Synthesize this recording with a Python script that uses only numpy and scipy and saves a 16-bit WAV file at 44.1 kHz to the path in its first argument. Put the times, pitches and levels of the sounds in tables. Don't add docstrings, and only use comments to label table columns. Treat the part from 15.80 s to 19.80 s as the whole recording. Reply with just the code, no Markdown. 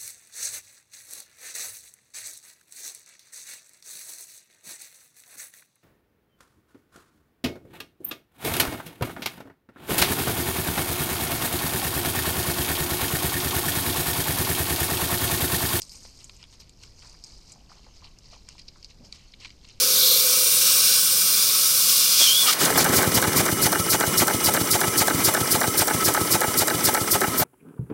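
import sys
import numpy as np
from scipy import signal
from scipy.fft import rfft, irfft
from scipy.io import wavfile
from scipy.ndimage import uniform_filter1d

SR = 44100
rng = np.random.default_rng(int(sys.argv[2]) if len(sys.argv) > 2 else 0)


def to_wav(sig):
    pcm = np.clip(np.atleast_2d(sig), -1, 1) * 32767
    pcm = np.round(pcm).astype(np.int16)
    wavfile.write(sys.argv[1], SR, pcm.T)


N = 176400
T = np.arange(N) / SR

# frequency in Hz, relative level in dB.
LEAF_SPECTRUM = [(400, -38.5), (1100, -4), (1600, -16), (2000, -2), (2300, -9), (2700, 2), (3100, 1),
                 (3500, -4.5), (4200, 4), (5200, 0), (7000, -7.5), (10000, -22), (14000, -89)]


def grass():
    # peak time in seconds, rise in seconds, fall in seconds, level in dB.
    swishes = [(.03, 0.031, 0.086, -50), (.118, 0.0055, 0.027, -47.5), (.155, 0.033, 0.052, -47),
               (.245, 0.046, 0.098, -49.5), (.385, 0.046, 0.17, -53), (.555, 0.026, 0.02, -55),
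               (.74, 0.048, 0.025, -55), (.805, 0.008, 0.016, -45.5), (1.037, 0.04, 0.078, -52),
               (1.20, 0.034, 0.056, -52), (1.275, 0.033, 0.1, -49), (1.47, 0.042, 0.076, -50.5),
               (1.54, 0.089, 0.15, -53), (1.71, 0.054, 0.044, -50.5), (1.905, 0.012, 0.088, -53),
               (2.165, 0.027, 0.06, -53.5), (2.47, 0.039, 0.043, -51.5), (2.545, 0.045, 0.071, -54),
               (2.72, 0.048, 0.065, -54), (3.06, 0.27, 0.081, -60.5), (3.255, 0.015, 0.027, -49),
               (3.355, 0.013, 0.012, -46.5), (3.604, 0.005, 0.016, -48), (3.645, 0.025, 0.33, -71)]
    # frequency in Hz, relative level in dB.
    stalk_spectrum = [(400, 10), (1500, -23), (2400, -17), (3500, -17.5), (4300, -3.5), (4900, -0.5),
                      (5700, -3), (6600, -5.5), (7600, -8.5), (8800, -8), (10000, -27), (11500, -18),
                      (14000, -26.5)]
    # time in seconds, treble gain in dB.
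    treble_curve = [(0, 3), (.3, -2.5), (.8, -6.5), (1.7, -10), (1.95, -15), (3.0, -18), (4, -1)]
    treble_hz = 6500
    crackle = even(colour(ticks(per_s=5500, spread_db=3), stalk_spectrum))
    treble = signal.sosfiltfilt(signal.butter(3, treble_hz, "high", fs=SR, output="sos"), crackle)
    treble_gain = from_db(np.interp(T, *np.transpose(treble_curve)))
    return pressure(swishes) * (crackle + treble * (treble_gain - 1))


def leaves():
    # peak time in seconds, rise in seconds, fall in seconds, level in dB.
    crunches = [(.25, 0.0035, 0.028, -53), (.41, 0.019, 0.017, -53), (.62, 0.03, 0.012, -54),
                (.735, 0.01, 0.018, -54), (.805, 0.006, 0.046, -58), (1.036, 0.018, 0.025, -54.5),
                (1.225, 0.0078, 0.02, -50), (1.92, 0.022, 0.23, -60.5), (2.05, 0.013, 0.011, -55.5),
                (2.246, 0.012, 0.036, -50.5), (2.54, 0.029, 0.024, -51.5), (2.71, 0.028, 0.034, -56),
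                (2.795, 0.012, .012, -48), (3.11, 0.017, 0.0086, -51.5), (3.345, 0.026, 0.15, -56),
                (3.637, 0.032, 0.02, -48), (3.652, .004, 0.006, -40.5), (3.67, 0.0036, 0.036, -50.5),
                (3.852, 0.02, 0.0052, -51.5), (3.9, 0.028, 0.037, -51.5)]
    return pressure(crunches) * even(colour(ticks(per_s=3500, spread_db=2.8), LEAF_SPECTRUM))


def twigs():
    # peak time in seconds, tear time in seconds, base level in dB, woody trim in dB,
    # bright trim in dB, crack pitch in Hz.
    snaps = [(0.0194, .0012, -14, -21.5, -8, 5230), (0.031, 0.0026, -26, -32, -4, 4870),
             (0.0946, 0.00022, -23, -43, -12, 4900), (0.4435, 0.00038, -25.5, -19.5, -0.5, 7000),
             (0.496, 0.0011, -26.5, -7.5, -13, 4130), (.566, 0.00048, -38.5, -13, -2, 7050),
             (0.6286, 0.0013, -27, -9.5, -26, 4850), (0.64, 0.00066, -29, -11, -18, 3250),
             (0.895, 0.0011, -34.5, -14, -1.5, 4340), (1.036, .003, -28, -7, -10, 5170),
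             (1.4394, 0.00053, -21.5, -30, -11.5, 4900), (1.4446, 0.0036, -25, -31, -11, 5600),
             (1.7201, .001, -38, -8, 8, 7000), (1.726, 0.0019, -39, -15, 7.5, 6500),
             (2.2448, 0.0027, -28, -11, -32, 4360), (2.3875, 0.00096, -30.5, -29, -11.5, 5460),
             (2.689, 0.0014, -24.5, -14, -5.5, 5270), (2.782, .001, -32.5, -9.5, -16, 4900),
             (2.7956, .0012, -26.5, -21, -20, 4650), (2.818, .003, -30, -21, -20, 4900),
             (2.8853, 0.0053, -20, -19, -40, 4590), (3.0288, 0.0012, -27, -17.5, -24, 4900),
             (3.0458, 0.00035, -20.5, -23, -24, 4800), (3.326, 0.0013, -17.5, -19.5, -16, 4230),
             (3.521, 0.0017, -33.5, -32, -21, 5030), (3.5393, 0.0022, -26.5, -8, -26, 3900),
             (3.648, 0.0014, -27, 0.5, -27, 4360), (3.657, .0035, -24.5, -3, -29, 3740),
             (3.7048, 0.0013, -31.5, -4.5, -30, 5160), (3.888, 0.0016, -32, -25, -9, 5800)]
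    crack_ratio, woody_hz, bright_hz = 1.11, (2210, 3330), (6230, 8420)
    splinter_db, splinter_s = -11, 0.008
    out, t = np.zeros(N), np.arange(SR // 10) / SR
    for peak_s, tear_s, base_db, woody_db, bright_db, hz in snaps:
        lead_s = 2 * tear_s
        tear = np.exp(-np.minimum(((t - lead_s) / tear_s) ** 2, 20))
        splinters = from_db(splinter_db) * swell(t - lead_s, tear_s, splinter_s)
        fibres = (tear + splinters) * rng.standard_normal((3, len(t)))
        crack = band(fibres[0], hz / crack_ratio, hz * crack_ratio)
        woody = band(fibres[1], *woody_hz)
        bright = band(fibres[2], *bright_hz)
        for ring, offset_db in ((crack, 4.5), (woody, 9 + woody_db), (bright, 7.5 + bright_db)):
            unit_energy = ring / np.sqrt(np.sum(ring ** 2))
            add(out, peak_s - lead_s, from_db(base_db + offset_db) * unit_energy)
    return out


def hooves():
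    # peak time in seconds, fall in seconds, level in dB, pitch in Hz.
    steps = [(.252, 0.004, -46, 760), (.496, .004, -53, 1190), (.629, 0.012, -58, 1190),
             (1.04, 0.022, -61, 1230), (1.245, 0.055, -59, 1150), (1.345, 0.0062, -56.5, 1600),
             (1.75, 0.1, -61.5, 803), (1.897, 0.016, -56, 960), (1.919, .011, -49, 1050),
             (1.965, .035, -60.5, 1080), (2.07, 0.019, -55, 720), (2.232, 0.034, -55.5, 940),
             (2.535, .018, -51, 784), (2.688, .009, -54, 1170), (2.749, .008, -56, 900),
             (2.962, 0.014, -58, 1150), (3.225, 0.056, -61, 550), (3.653, .009, -51, 1100)]
    band_ratio = 1.41
    out, t = np.zeros(N), np.arange(SR // 2) / SR
    pops = ticks(per_s=1400, spread_db=4.5, range_hz=(382, 2450), ring_cycles=13)
    for peak_s, fall_s, db, hz in steps:
        rise_s = 0.35 * fall_s
        lead_s = min(2 * rise_s, peak_s)
        push = swell(t - lead_s, rise_s, fall_s)
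        run = np.roll(pops, rng.integers(N))[:len(t)]
        squelch = push * even(band(run, hz / band_ratio, hz * band_ratio))
        push_rms = np.sqrt(np.mean(push ** 2))
        add(out, peak_s - lead_s, from_db(db) * push_rms * unit_rms(squelch))
    return out


def thud():
    # peak time in seconds, rise in seconds, fall in seconds, level in dB.
    thuds = [(3.2, 0.0066, 0.057, -50)]
    return pressure(thuds) * even(band(rng.standard_normal(N), low_hz=122, high_hz=254))


def litter():
    leaf_ticks = even(colour(ticks(per_s=460, spread_db=2.5), LEAF_SPECTRUM))
    soil_pops = even(band(grains(per_s=610, spread_db=4.5), low_hz=444, high_hz=2020))
    return from_db(-67.5) * leaf_ticks + from_db(-78) * soil_pops


def bird():
    # start in seconds, length in seconds, start pitch in Hz, end pitch in Hz, peak in dB.
    whistles = [(2.07, .09, 6650, 5950, -66), (3.45, .07, 4480, 4330, -63)]
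    out = np.zeros(N)
    for start_s, length_s, start_hz, end_hz, db in whistles:
        hz = np.linspace(start_hz, end_hz, int(length_s * SR))
        arch = np.sin(np.linspace(0, np.pi, len(hz)))
        tone = np.sin(2 * np.pi * np.cumsum(hz) / SR)
        add(out, start_s, from_db(db) * arch * tone)
    return out


def air():
    # frequency in Hz, relative level in dB.
    wind_spectrum = [(15, -1.5), (28, 2.5), (60, -2.5), (100, -7), (200, -13.5), (320, -19.5), (500, -23.5),
                     (1600, -37), (4000, -80.5)]
    hiss_spectrum = [(500, -12.5), (1500, -22.5), (2300, -8), (3400, -6.5), (4300, -0.5), (4950, 2.5),
                     (5700, -1.5), (6800, -5.5), (8500, -12), (10000, -20), (11500, -16.5), (14000, -21)]
    wind = from_db(-53) * colour(rng.standard_normal(N), wind_spectrum)
    hiss = from_db(-65.5) * colour(rng.standard_normal(N), hiss_spectrum)
    return wind + hiss


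def grains(per_s, spread_db):
    sizes = from_db(spread_db * np.minimum(rng.exponential(1, N), 5))
    signs = rng.choice([-1, 1], N)
    return unit_rms(sizes * signs * (rng.random(N) < per_s / SR))


def ticks(per_s, spread_db, range_hz=(900, 12990), ring_cycles=27.2):
    pitches_hz = np.geomspace(*range_hz, 28)
    clicks = grains(per_s, spread_db)
    picked = rng.integers(0, len(pitches_hz), N)
    out = np.zeros(N)
    for k, hz in enumerate(pitches_hz):
        angle = 2 * np.pi * hz / SR
        radius = from_db(-60 * hz / (ring_cycles * SR))
        feedback = [1, -2 * radius * np.cos(angle), radius ** 2]
        out += signal.lfilter([1 - radius, 0, radius - 1], feedback, clicks * (picked == k) + 1e-18)
    return out


def even(x, window_s=0.044):
    size = int(window_s * SR)
    power = uniform_filter1d(uniform_filter1d(x ** 2, size), size)
    return unit_rms(x / np.sqrt(np.abs(power) + 1e-9))


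def swell(t, rise_s, fall_s):
    return np.exp(-np.minimum(np.where(t < 0, (t / rise_s) ** 2, t / fall_s), 20))


def pressure(strokes):
    return np.sqrt(sum((from_db(db) * swell(T - peak_s, rise_s, fall_s)) ** 2
                       for peak_s, rise_s, fall_s, db in strokes))


def colour(x, spectrum):
    hz, db = np.transpose(spectrum)
    bins_hz = np.arange(N // 2 + 1) * SR / N
    gain = from_db(np.interp(np.log(bins_hz + 1), np.log(hz), db))
    cepstrum = irfft(np.log(gain))
    cepstrum[1:N // 2] *= 2
    cepstrum[N // 2 + 1:] = 0
    return unit_rms(irfft(rfft(x) * np.exp(rfft(cepstrum))))


def band(x, low_hz, high_hz):
    return signal.sosfilt(signal.butter(2, [low_hz, high_hz], "band", fs=SR, output="sos"), x + 1e-18)


def from_db(db):
    return 10 ** (np.asarray(db) / 20)


def unit_rms(x):
    return x / np.sqrt(np.mean(x ** 2) + 1e-20)


def add(out, start_s, sound):
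    start = max(int(start_s * SR), 0)
    out[start:start + len(sound)] += sound[:N - start]


def scene():
    return (grass() + leaves() + litter() + twigs() + hooves() + thud() + bird() + air())[None]


def record(dry):
    # resonance in Hz, boost in dB.
    case_modes = [(2225, 6), (2369, 6.5), (4959, 4.5), (6514, 6)]
    width_hz, cutoff_hz = 50, 14100
    ring = sum((from_db(db) - 1) * signal.lfilter(*signal.iirpeak(hz, hz / width_hz, fs=SR), dry)
               for hz, db in case_modes)
    return signal.sosfilt(signal.ellip(10, 0.2, 70, cutoff_hz, fs=SR, output="sos"), dry + ring)


dry = scene()
out = record(dry)
to_wav(out)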